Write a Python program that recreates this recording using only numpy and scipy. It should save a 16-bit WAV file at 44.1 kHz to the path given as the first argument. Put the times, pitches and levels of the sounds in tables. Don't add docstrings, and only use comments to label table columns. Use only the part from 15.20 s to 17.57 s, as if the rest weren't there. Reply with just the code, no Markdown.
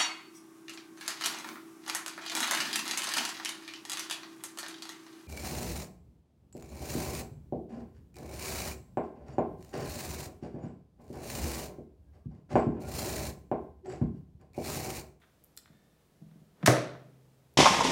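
import sys
import numpy as np
from scipy import signal
from scipy.fft import rfft, irfft
from scipy.io import wavfile

SR = 44100
rng = np.random.default_rng(int(sys.argv[2]) if len(sys.argv) > 2 else 0)


def put_to_file(sound):
    columns = np.atleast_2d(sound).T
    safe = np.clip(columns, -1, 1)
    whole_steps = np.round(safe * 32767)
    wavfile.write(sys.argv[1], SR, whole_steps.astype(np.int16))


N = 104605
TIME_S = np.arange(N) / SR

# start_s, level_db, contact_s, mode_coupling_db
BLOWS = [(1.4295, -27, .0007, -10.5), (1.4333, -24.5, 0.00098, -11.5), (1.4609, -21, 0.00077, -10.5),
         (1.4765, -3.5, 0.00055, -22), (1.4809, 4, 0.0013, -1.5), (1.4865, -15, 0.00074, -9.5),
         (1.568, -17, 0.00048, -32), (1.584, -15.5, .0012, -4.5), (1.752, -28.5, .0012, -10.5)]
# freq_hz, level_db
PANEL_COLOUR = [(30, -33.5), (70, -10), (130, -3), (220, -11), (330, 3.5), (450, -4), (600, 7.5),
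                (860, -6.5), (1400, -3), (2500, -10.5), (5000, -11), (15000, -26.5)]
HOUSING_MODE_HZ = [127, 130.5, 255, 308, 349, 395, 436, 505, 566, 580, 677, 721, 763, 911, 1219, 1302, 1728,
                   1817, 1987, 2278]
HOUSING_MODE_DB = [-18.5, -45, -42, -22, -29, -32, -32, -25, -24, -26, -27, -28, -31, -41, -35, -37, -32,
                   -34, -33, -31]
HOUSING_MODE_T60_S = [.3, 2.3, .5, .36, .36, 0.19, .35, .36, .44, 0.45, 0.21, 0.12, .42, 0.38, 0.58, .48,
                      0.44, 0.35, .42, .35]
# freq_hz, level_db
LINGER_COLOUR = [(60, -12), (150, -1.5), (300, -1.5), (580, -6.5), (900, -20.5), (2000, -19.5),
                 (5000, -28.5), (15000, -56)]
# start_s, level_db, length_s, low_cut_hz
SNAPS = [(1.4595, -11.5, 0.00084, 3020), (1.4615, 2, 0.0024, 1278), (1.4627, 3, 0.0048, 1174),
         (1.468, -1, 0.012, 1201), (1.4735, -2.5, 0.0032, 1000), (1.4747, 0.5, .002, 1200)]
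# freq_hz, level_db
LATCH_COLOUR = [(200, -7), (1000, 7), (1700, 8.5), (3000, -1.5), (4400, 0.5), (5000, -2.5), (5900, 3.5),
                (7600, -3), (8400, 0.5), (9400, -7), (10500, -2), (12500, -12.5), (15800, -12)]
# start_s, level_db, length_s, low_cut_hz
TICKS = [(.2394, -34, 0.0017, 9000), (.2445, -33.5, 0.00099, 9000), (.3669, -32.5, 0.00051, 7000),
         (2.339, -44, 0.0028, 5000)]
# freq_hz, level_db
TICK_COLOUR = [(1000, 5), (5000, -8), (9000, -1.5), (11000, 1), (13500, 4), (15500, -8.5)]
# start_s, level_db, length_s, low_cut_hz
HINGE_CLICKS = [(.3743, -24, 0.0017, 1100), (.376, -23, 0.00104, 1090)]
# freq_hz, level_db
HINGE_COLOUR = [(800, -15), (1400, 0.5), (2900, -8.5), (4050, 7.5), (4450, 1), (5300, 5.5), (6200, -7),
                (7500, 8.5), (8600, -2.5), (9400, 2.5), (10200, -6), (11300, 1), (15500, -6.5)]
# freq_hz, level_db, t60_s
SPRING_MODES = [(1735, -2.5, 1.7), (1780, -0.5, 1.3), (1850, -4, 1.2), (2186, -6, 1.5), (3500, -7, 1.4),
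                (3600, -6, 1.5), (3700, -8, 1.4)]
# start_s, level_db, length_s, low_cut_hz
KNOCKS = [(.017, -34, 0.023, 1390), (.035, -36, 0.018, 980), (.458, -33.5, 0.0038, 1010),
          (.4775, -42, 0.0033, 1130), (1.113, -46, 0.0038, 400), (1.428, -24.5, 0.0044, 1510)]
# freq_hz, level_db
KNOCK_COLOUR = [(100, -14), (620, 4), (900, 2), (1450, 6), (2100, 1), (2900, -7.5), (3500, -1.5),
                (4500, -16), (6500, -23), (15000, -44.5)]
# freq_hz, level_db
RUB_COLOUR = [(80, -11), (200, 6), (650, -0.5), (1500, -7), (4000, -21.5), (15000, -38.5)]
# start_s, level_db, contact_s
BUMPS = [(0.502, -23, .002), (0.531, -50, .002), (.549, -25.5, .002), (1.0155, -21, .002),
         (1.0218, -15.5, .002), (1.046, -30, .003), (1.065, -22, .003), (1.116, -26, .002),
         (1.158, -18.5, .002), (1.189, -32.5, .002), (1.217, -25, .002), (1.266, -36.5, .002),
         (1.331, -39, .002), (1.413, -23, .003), (1.4323, -6.5, .0015), (1.4382, 2.5, .003),
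         (1.444, -3, .003)]
# freq_hz, level_db, t60_s
FOOT_MODES = [(158.8, -2, 0.37), (192, 2.5, 0.076), (286, -12, 0.12), (650, -14.5, .05)]
# freq_hz, t60_s
ROOM_T60 = [(80, 0.86), (250, 0.67), (600, 0.52), (1500, 0.52), (4000, 0.51), (7000, .37), (11000, .32),
            (16000, .24)]
# freq_hz, level_db_per_hz
NOISE_COLOUR = [(20, -13.5), (40, -14), (65, 0), (110, -4.5), (160, 0), (250, -7), (400, -8), (650, -12),
                (1000, -18.5), (2000, -23.5), (5000, -27), (15500, -31)]

THUD_DB, SLAM_ROOM_DB, SLAM_LOW_CUT_HZ = 9.5, -4, 87
CLATTER_DB, CLATTER_T60_S = 7.5, 0.056
LINGER_DB, LINGER_T60_S = -14, 1.6
LATCH_ROOM_DB = -3.5
TICK_ROOM_DB, HINGE_ROOM_DB = -8, -8
SCATTER_DB, SCATTER_T60_S = -7.5, 0.098
WALL_ECHO_S, WALL_ECHO_DB = 0.0125, -18
SPRING_START_S, SPRING_DB = 0.53, -76.5
RUB_PEAK_S, RUB_SWELL_S, RUB_DB = 1.43, 0.034, -56
KNOCK_ROOM_DB = -5
BUMP_ROOM_DB, BUMP_LOW_CUT_HZ = -9, 140
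ROOM_DELAY_S, ROOM_BUILD_S = 0.0046, 0.0013
NOISE_RMS_DB = -66.5
CUTOFF_HZ = 15900


def slam():
    force, mode_drive = np.zeros((2, N))
    for start_s, level_db, contact_s, coupling_db in BLOWS:
        pulse = push(contact_s)
        add(force, start_s, amp(level_db) * pulse)
        add(mode_drive, start_s, amp(level_db + coupling_db) * pulse)
    thud = through(force, colour(PANEL_COLOUR))
    clatter = through(thud, dense_ring(CLATTER_T60_S))
    housing_modes = zip(HOUSING_MODE_HZ, HOUSING_MODE_DB, HOUSING_MODE_T60_S)
    housing = through(mode_drive, ring(housing_modes))
    linger = through(through(mode_drive, colour(LINGER_COLOUR)), dense_ring(LINGER_T60_S))
    direct = amp(THUD_DB) * kitchen(thud, SLAM_ROOM_DB)
    mix = direct + amp(CLATTER_DB) * clatter + housing + amp(LINGER_DB) * linger
    return low_cut(mix, SLAM_LOW_CUT_HZ, order=4)


def latch():
    return sum(kitchen(clicks([snap], LATCH_COLOUR), LATCH_ROOM_DB) for snap in SNAPS)


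def hinge():
    out = kitchen(clicks(TICKS, TICK_COLOUR), TICK_ROOM_DB)
    catch = clicks(HINGE_CLICKS, HINGE_COLOUR)
    out += kitchen(catch, HINGE_ROOM_DB)
    out += amp(SCATTER_DB) * through(catch, dense_ring(SCATTER_T60_S))
    add(out, WALL_ECHO_S, amp(WALL_ECHO_DB) * catch)
    add(out, SPRING_START_S, amp(SPRING_DB) * ring(SPRING_MODES))
    return out


def frame():
    swell = np.exp(-abs(TIME_S - RUB_PEAK_S) / RUB_SWELL_S)
    friction = amp(RUB_DB) * swell * rng.standard_normal(N)
    rub = through(friction, colour(RUB_COLOUR))
    return kitchen(clicks(KNOCKS, KNOCK_COLOUR) + rub, KNOCK_ROOM_DB)


def bumps():
    force = np.zeros(N)
    for start_s, level_db, contact_s in BUMPS:
        add(force, start_s, amp(level_db) * push(contact_s))
    rocking = through(force, unit(ring(FOOT_MODES)))
    return kitchen(low_cut(rocking, BUMP_LOW_CUT_HZ, order=3), BUMP_ROOM_DB)


def room_noise():
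    gain = amp(read(NOISE_COLOUR, np.fft.rfftfreq(N, 1 / SR)))
    noise = irfft(rfft(rng.standard_normal(N)) * gain, N)
    return amp(NOISE_RMS_DB) * noise / noise.std()


def kitchen(x, wet_db):
    taps = rng.choice([-1., 1.], SR) * (rng.random(SR) < .2)
    hz, frame_s, bands = signal.stft(taps, SR, nperseg=256)
    decay = amp(-60 * frame_s / read(ROOM_T60, hz)[:, None])
    tail = signal.istft(bands * decay, SR, nperseg=256)[1][:SR]
    onset = np.clip((TIME_S[:SR] - ROOM_DELAY_S) / ROOM_BUILD_S, 0, 1)
    return x + amp(wet_db) * through(x, unit(tail * onset))


def clicks(rows, points):
    out = np.zeros(N)
    for start_s, level_db, length_s, low_cut_hz in rows:
        add(out, start_s, amp(level_db) * scrape(length_s, low_cut_hz))
    return through(out, colour(points))


def scrape(length_s, low_cut_hz, size=2048):
    fade = np.exp(-(TIME_S[:size] / length_s) ** 2)
    burst = rng.standard_normal(size) * fade
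    for _ in range(3):
        phase = np.angle(rfft(burst))
        burst = irfft(np.exp(1j * phase), size) * np.sqrt(fade)
    return unit(low_cut(burst, low_cut_hz))


def push(contact_s, size=512):
    u = TIME_S[:size] / (contact_s / 10)
    pulse = u * np.exp(-u)
    return pulse / pulse.sum()


def ring(modes):
    return sum(amp(level_db - 60 * TIME_S / t60_s) * np.sin(2 * np.pi * hz * TIME_S)
               for hz, level_db, t60_s in modes)


def dense_ring(t60_s):
    return unit(rng.standard_normal(N) * 1000 ** (-TIME_S / t60_s))


def colour(points, size=4096):
    hz = abs(np.fft.fftfreq(size, 1 / SR))
    log_gain = np.log(amp(read(points, hz)))
    spectrum = np.exp(np.conj(signal.hilbert(log_gain)))
    return unit(np.fft.ifft(spectrum).real)


def low_cut(x, hz, order=2):
    sos = signal.butter(order, min(hz, SR / 2 - 1), "high", fs=SR, output="sos")
    return signal.sosfilt(sos, x)


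def through(x, response):
    return signal.fftconvolve(x, response)[:N]


def read(points, hz):
    f, value = np.transpose(points)
    return np.interp(np.log(hz + 1), np.log(f), value)


def add(mix, start_s, sound):
    part = mix[round(start_s * SR):][:len(sound)]
    part += sound[:len(part)]


def unit(x):
    return x / np.sqrt(np.sum(x ** 2) + 1e-20)


def amp(db):
    return 10 ** (np.asarray(db) / 20)


def scene():
    return (slam() + latch() + hinge() + frame() + bumps() + room_noise())[None]


def record(dry):
    low_pass = signal.firwin(255, CUTOFF_HZ, window=("kaiser", 9), fs=SR)
    return signal.oaconvolve(dry, low_pass[None], "same")


dry = scene()
out = record(dry)
put_to_file(out)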